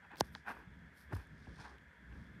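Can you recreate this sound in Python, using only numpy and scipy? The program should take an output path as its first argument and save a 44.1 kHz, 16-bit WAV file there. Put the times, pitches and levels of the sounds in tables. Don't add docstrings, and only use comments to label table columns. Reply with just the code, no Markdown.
import sys
import numpy as np
from scipy import signal
from scipy.fft import rfft, irfft
from scipy.io import wavfile
from scipy.ndimage import uniform_filter1d

SR = 44100
rng = np.random.default_rng(int(sys.argv[2]) if len(sys.argv) > 2 else 0)


def level_to_linear(level):
    exponent = np.asarray(level, float) / 20
    return 10 ** exponent


def store_wav(level_fs):
    pcm = np.round(np.clip(np.atleast_2d(level_fs), -1, 1) * 32767)
    wavfile.write(sys.argv[1], SR, pcm.T.astype(np.int16))


N = 105840


def evened(x):
    return x / np.sqrt(np.mean(x ** 2) + 1e-20)


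def add(mix, start_s, sound):
    part = mix[round(start_s * SR):][:len(sound)]
    part += sound[:len(part)]


def coloured(x, points):
    hz, db = np.transpose(points)
    bins_hz = np.fft.rfftfreq(N, 1 / SR)
    gain = level_to_linear(np.interp(np.log(bins_hz + 1), np.log(hz + 1), db, -80, -80))
    return evened(irfft(rfft(x) * gain, N))


def resonate(x, hz, width):
    r = np.exp(-np.pi * width / SR)
    return evened(signal.lfilter([1, 0, -r], [1, -2 * r * np.cos(2 * np.pi * hz / SR), r * r], x))


def mode(x, hz, width):
    return resonate(resonate(x, hz, width), hz, width)


def wander(width_s):
    size = int(width_s * SR)
    return evened(uniform_filter1d(uniform_filter1d(rng.standard_normal(N), size), size))


def swell(peak_s, rise_s, fall_s):
    t = np.arange(N) / SR - peak_s
    return np.exp(-(t / np.where(t < 0, rise_s, fall_s)) ** 2)


def ring(hz, t60):
    t = np.arange(800) / SR
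    return np.minimum(t * hz, 1) * level_to_linear(-60 * t / t60) * np.sin(2 * np.pi * hz * t)


def room():
    # pitch_hz, level_db
    hiss_spectrum = [(240, -29), (400, -9), (1080, -11.5), (1640, -1), (2580, -20), (3410, -18.5),
                     (3680, -24), (14300, -39), (14900, -53)]
    # pitch_hz, width_hz, level_db
    room_modes = [(960.4, 72, -81), (1550, 900, -77), (1678, 336, -68.5), (2086, 400, -75),
                  (3284, 37, -85.5), (3480, 29, -87)]
    hums = np.zeros(N)
    for hz, width, db in room_modes:
        hums += level_to_linear(db + 0.42 * wander(0.037)) * mode(rng.standard_normal(N), hz, width)
    hiss_db = -68 + 0.48 * wander(0.0076)
    return level_to_linear(hiss_db) * coloured(rng.standard_normal(N), hiss_spectrum) + hums


def grip():
    # time_s, level_db
    grip_levels = [(0.0, -71.5), (0.14, -64.5), (0.37, -61), (0.49, -61.5), (0.61, -66), (0.77, -62),
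                   (1.0, -68), (1.26, -59.5), (1.4, -58.5), (1.56, -60.5), (1.84, -65), (1.97, -69),
                   (2.02, -60), (2.2, -57), (2.3, -59.5), (2.4, -60.5)]
    # pitch_hz, level_db
    rumble_spectrum = [(25, -57), (45, -8), (65, 0.5), (108, -6.5), (160, -2), (250, -9), (360, -19),
                       (700, -32)]
    lumpy_db = 2.5
    s, db = np.transpose(grip_levels)
    level_db = np.interp(np.arange(N) / SR, s, db) + lumpy_db * wander(0.09)
    return level_to_linear(level_db) * coloured(rng.standard_normal(N), rumble_spectrum)


def scuffs():
    # peak_s, rise_s, fall_s, body_db, grind_db
    strokes = [(0.045, 0.02, 0.022, -62, -75), (.112, 0.0066, 0.011, -57, -72),
               (0.135, 0.019, 0.027, -55.5, -62.5), (0.206, 0.027, 0.0024, -60, -59),
               (0.249, 0.042, 0.016, -68.5, -62), (0.352, 0.0026, 0.013, -54.5, -62.5),
               (.482, 0.001, 0.0056, -48.5, -69), (0.507, 0.0035, 0.0071, -64, -57),
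               (0.493, 0.027, 0.031, -45, -55.5), (0.568, 0.058, 0.081, -58.5, -63),
               (1.125, 0.022, 0.0038, -59, -55.5), (1.135, 0.0039, 0.006, -49, -43),
               (1.163, 0.0099, 0.0075, -54.5, -52.5), (1.197, 0.029, 0.035, -60.5, -65),
               (1.48, 0.0088, 0.065, -69, -60.5), (1.738, 0.089, 0.037, -67.5, -64),
               (1.61, 0.031, 0.021, -56, -64.5), (1.655, 0.016, 0.017, -54.5, -67),
               (2.13, 0.034, 0.085, -69, -73.5), (2.36, 0.13, 0.077, -77, -70)]
    # pitch_hz, width_hz, level_db
    body_modes = [(821, 243, 5.5), (933, 250, 4), (1550, 357, 9), (2430, 290, -1)]
    grit_per_s, grit_db, smooth = 3700, 4, 1
    grind_hz, grind_width = 243, 317
    size = level_to_linear(grit_db * np.minimum(rng.exponential(1, N), 5))
    struck = rng.random(N) < grit_per_s / SR
    grit = size * struck * rng.choice([-1, 1], N)
    drive = evened(grit) + smooth * rng.standard_normal(N)
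    body = evened(sum(level_to_linear(db) * mode(drive, hz, width) for hz, width, db in body_modes))
    grind = mode(drive, grind_hz, grind_width)
    out = np.zeros(N)
    for peak, rise, fall, body_db, grind_db in strokes:
        out += swell(peak, rise, fall) * (level_to_linear(body_db) * body + level_to_linear(grind_db) * grind)
    return out


def sways():
    # centre_s, half_length_s, level_db, pitch_hz
    swings = [(0.068, 0.0081, -64, 62.5), (0.487, 0.024, -61.5, 72), (0.581, 0.031, -56.5, 61),
              (0.724, 0.04, -56.5, 60.4), (0.85, 0.037, -62, 64), (1.079, 0.031, -55, 72.6),
              (1.216, 0.018, -63, 58.5), (1.651, 0.037, -57, 65), (1.742, 0.039, -56.5, 65.6),
              (1.877, 0.022, -56.5, 68.2), (2.006, 0.025, -60.5, 73.5), (2.089, 0.046, -51, 61.5),
              (2.164, 0.026, -49, 65), (2.285, .016, -60, 74), (2.296, 0.01, -51, 172),
              (2.37, 0.015, -54.5, 181), (1.547, 0.023, -54.5, 161), (2.36, 0.035, -58.5, 70.5)]
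    t = np.arange(N) / SR
    out = np.zeros(N)
    for s, half, db, hz in swings:
        out += level_to_linear(db) * swell(s, half, half) * np.sin(2 * np.pi * hz * (t - s))
    return out


def ticks():
    # start_s, peak_db, pitch_hz
    releases = [(.1168, -49, 3420), (.158, -44, 4000), (0.475, -30, 1410), (.451, -46, 1900),
                (0.4805, -28, 1500), (0.4886, -36, 1310), (0.5045, -28, 1170), (0.516, -29, 1490),
                (0.227, -50, 9000), (0.464, -40, 1550), (0.5684, -34, 1120), (.792, -59, 4940),
                (1.272, -54, 9400), (1.4607, -47, 2550), (1.471, -42, 806), (1.1235, -33, 880),
                (1.1262, -30, 1550), (1.128, -33.5, 686), (1.1325, -33, 1520), (1.784, -47, 3040),
                (2.126, -46, 2530)]
    tick_db, tick_t60, edge_db = -1.5, 0.0025, -5
    out, t = np.zeros(N), np.arange(800) / SR
    edges = rng.standard_normal((len(releases), 800))
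    for (s, db, hz), edge in zip(releases, edges):
        fade = level_to_linear(edge_db + 0.42 * (db + 29.5) - 60 * t / tick_t60)
        bright = fade * edge * min(hz / 3500, 1) ** 4
        add(out, s, level_to_linear(db + tick_db) * (ring(hz, tick_t60 * 4000 / hz) + bright))
    return out


def creak():
    # start_s, peak_db
    slips = [(.1703, -43), (.174, -56), (.1759, -51), (.178, -50), (.1802, -54), (.1833, -43), (.1859, -48),
             (.1874, -53), (.1895, -45), (.1918, -53), (.1938, -48), (.197, -48), (.2, -39), (.2031, -39),
             (.2046, -41), (.2055, -38), (.2067, -40), (.2105, -50)]
    slip_hz, slip_t60, edge_db = 4200, .0025, -7
    out, t = np.zeros(N), np.arange(800) / SR
    edges = rng.standard_normal((len(slips), 800))
    for (s, db), edge in zip(slips, edges):
        hz = slip_hz * (1 + 0.14 * edge[-1])
        click = level_to_linear(edge_db - 60 * t / slip_t60) * edge
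        add(out, s, level_to_linear(db) * (ring(hz, slip_t60) + click))
    return out


def fizzes():
    # peak_s, rise_s, fall_s, rustle_db, top_db
    slides = [(0.206, 0.006, 0.0011, -48, -52), (.19, 0.019, 0.0085, -63.5, -81),
              (0.247, 0.013, 0.053, -74, -77.5), (0.337, 0.019, 0.012, -88, -78),
              (0.359, 0.019, 0.048, -71.5, -96), (0.494, 0.019, .03, -67, -69.5),
              (.58, 0.078, 0.047, -81.5, -84), (0.991, 0.036, 0.058, -74.5, -75),
              (1.133, 0.0087, 0.0066, -68.5, -71), (1.15, 0.005, 0.005, -64.5, -66),
              (1.167, 0.0026, 0.0067, -71.5, -69), (1.189, 0.061, 0.058, -74.5, -80.5),
              (1.44, 0.11, 0.047, -78.5, -107), (1.609, 0.014, 0.016, -67, -93),
              (1.645, .02, 0.019, -76.5, -94), (1.64, 0.13, 0.095, -70.5, -95),
              (2.17, 0.079, 0.18, -81.5, -96)]
    # pitch_hz, level_db
    rustle_spectrum = [(2200, -39), (3200, -4.5), (5200, -1.5), (6600, -10.5), (7800, -18), (9200, -13),
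                       (11500, -32)]
    top_spectrum = [(5500, -64), (7500, 0.5), (9400, 7), (12000, 12), (14200, 7.5), (15800, -6)]
    drive = rng.standard_normal(N) * level_to_linear(2.5 * wander(0.0014))
    rustle, top = coloured(drive, rustle_spectrum), coloured(drive, top_spectrum)
    out = np.zeros(N)
    for peak, rise, fall, rustle_db, top_db in slides:
        out += swell(peak, rise, fall) * (level_to_linear(rustle_db) * rustle + level_to_linear(top_db) * top)
    return out


def bending_wave():
    start_s, level_db, fall_power = .2071, -24, .85
    turns, peak_s, rise_s = 1.44, .0024, .0017
    t = np.arange(1, 2600) / SR
    u = t / peak_s
    rise = 1 - np.exp(-(t / rise_s) ** 6)
    fall = u ** -fall_power * np.exp(-(t / .026) ** 2)
    out = np.zeros(N)
    add(out, start_s, level_to_linear(level_db) * rise * fall * np.cos(2 * np.pi * turns * np.log(u)))
    return out


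def snaps():
    # start_s, crack_db, crack_hz, ring_db, ring_hz
    hard_snaps = [
        (.20833, -17.5, 5200, -19, 840),
        (.35105, -34.5, 3900, -28, 1600),
    ]
    # pitch_ratio, level_db
    crack_partials = [(.6, -8), (1.7, -11), (2.65, -16)]
    crack_cycles, crack_lead = .95, .3
    bright, hard_db = .7, -17.5
    lag_turns, ring_t60 = .22, .009
    overtone, overtone_db = 1.9, -6
    out, t = np.zeros(N), np.arange(1, 2600) / SR
    for s, crack_db, hz, ring_db, ring_hz in hard_snaps:
        softness_db = crack_db - hard_db
        u = (t - t[99]) * hz
        crack = np.cos(2 * np.pi * u)
        for ratio, db in crack_partials:
            crack += level_to_linear(db + bright * softness_db) * np.cos(2 * np.pi * ratio * u)
        burst = np.exp(-abs((u + crack_lead * level_to_linear(softness_db)) / crack_cycles) ** 1.7)
        add(out, s - t[99], level_to_linear(crack_db) * burst * crack)
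        turn = 2 * np.pi * ring_hz * t
        decay = level_to_linear(ring_db - 60 * t * (ring_hz / 1000) ** 2 / ring_t60)
        decay *= np.minimum(2 * t * ring_hz, 1)
        upper = level_to_linear(overtone_db + bright * softness_db) * np.cos(overtone * (turn - 3 * np.pi / 2))
        add(out, s + lag_turns / ring_hz, -decay * (np.sin(turn) - upper))
    return out


def rebound():
    out = np.zeros(N)
    add(out, .2095, level_to_linear(-11.5) * ring(1140, .0029))
    return out


def bumps():
    # start_s, level_db, pitch_hz, hold_s, fall_s
    shakes = [(1.1284, -35.5, 138, 0.04, 0.002), (1.1768, -43, 100, 0.018, 0.012),
              (1.477, -47, 105, .016, .004), (1.506, -46.5, 80, .01, .008), (2.206, -48, 110, .011, .002),
              (.67, -49.5, 160, 0.0073, 0.0073), (1.595, -46, 139, 0.009, 0.0034)]
    sag_s = .044
    out, t = np.zeros(N), np.arange(6000) / SR
    for s, db, hz, hold, fall in shakes:
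        shape = np.minimum(t / 0.0041, 1) * np.exp(-np.maximum(t - hold, 0) / fall)
        turn = 2 * np.pi * hz * sag_s * np.log(1 + t / sag_s)
        add(out, s, -level_to_linear(db) * shape * np.sin(turn))
    return out


def rub():
    # peak_s, rise_s, fall_s, level_db
    strokes = [
        (1.6, 0.01, .03, -68),
        (1.665, 0.033, 0.036, -60.5),
        (1.72, 0.055, 0.044, -65),
    ]
    hum = mode(rng.standard_normal(N), 890, 570)
    return hum * sum(level_to_linear(db) * swell(peak, rise, fall) for peak, rise, fall, db in strokes)


def scene():
    background = room() + grip()
    friction = scuffs() + fizzes() + rub()
    releases = ticks() + creak() + snaps() + rebound() + bending_wave()
    shaking = sways() + bumps()
    return (background + friction + releases + shaking)[None]


def band_limit(x):
    return signal.sosfilt(signal.butter(12, 16510, fs=SR, output="sos"), x)


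def record(dry):
    low_cut = signal.butter(4, 42, "high", fs=SR, output="sos")
    top_cut = signal.firwin(101, 15700, fs=SR)[None]
    mix = signal.oaconvolve(signal.sosfilt(low_cut, dry), top_cut, "same")
    return band_limit(mix)


dry = scene()
out = record(dry)
store_wav(out)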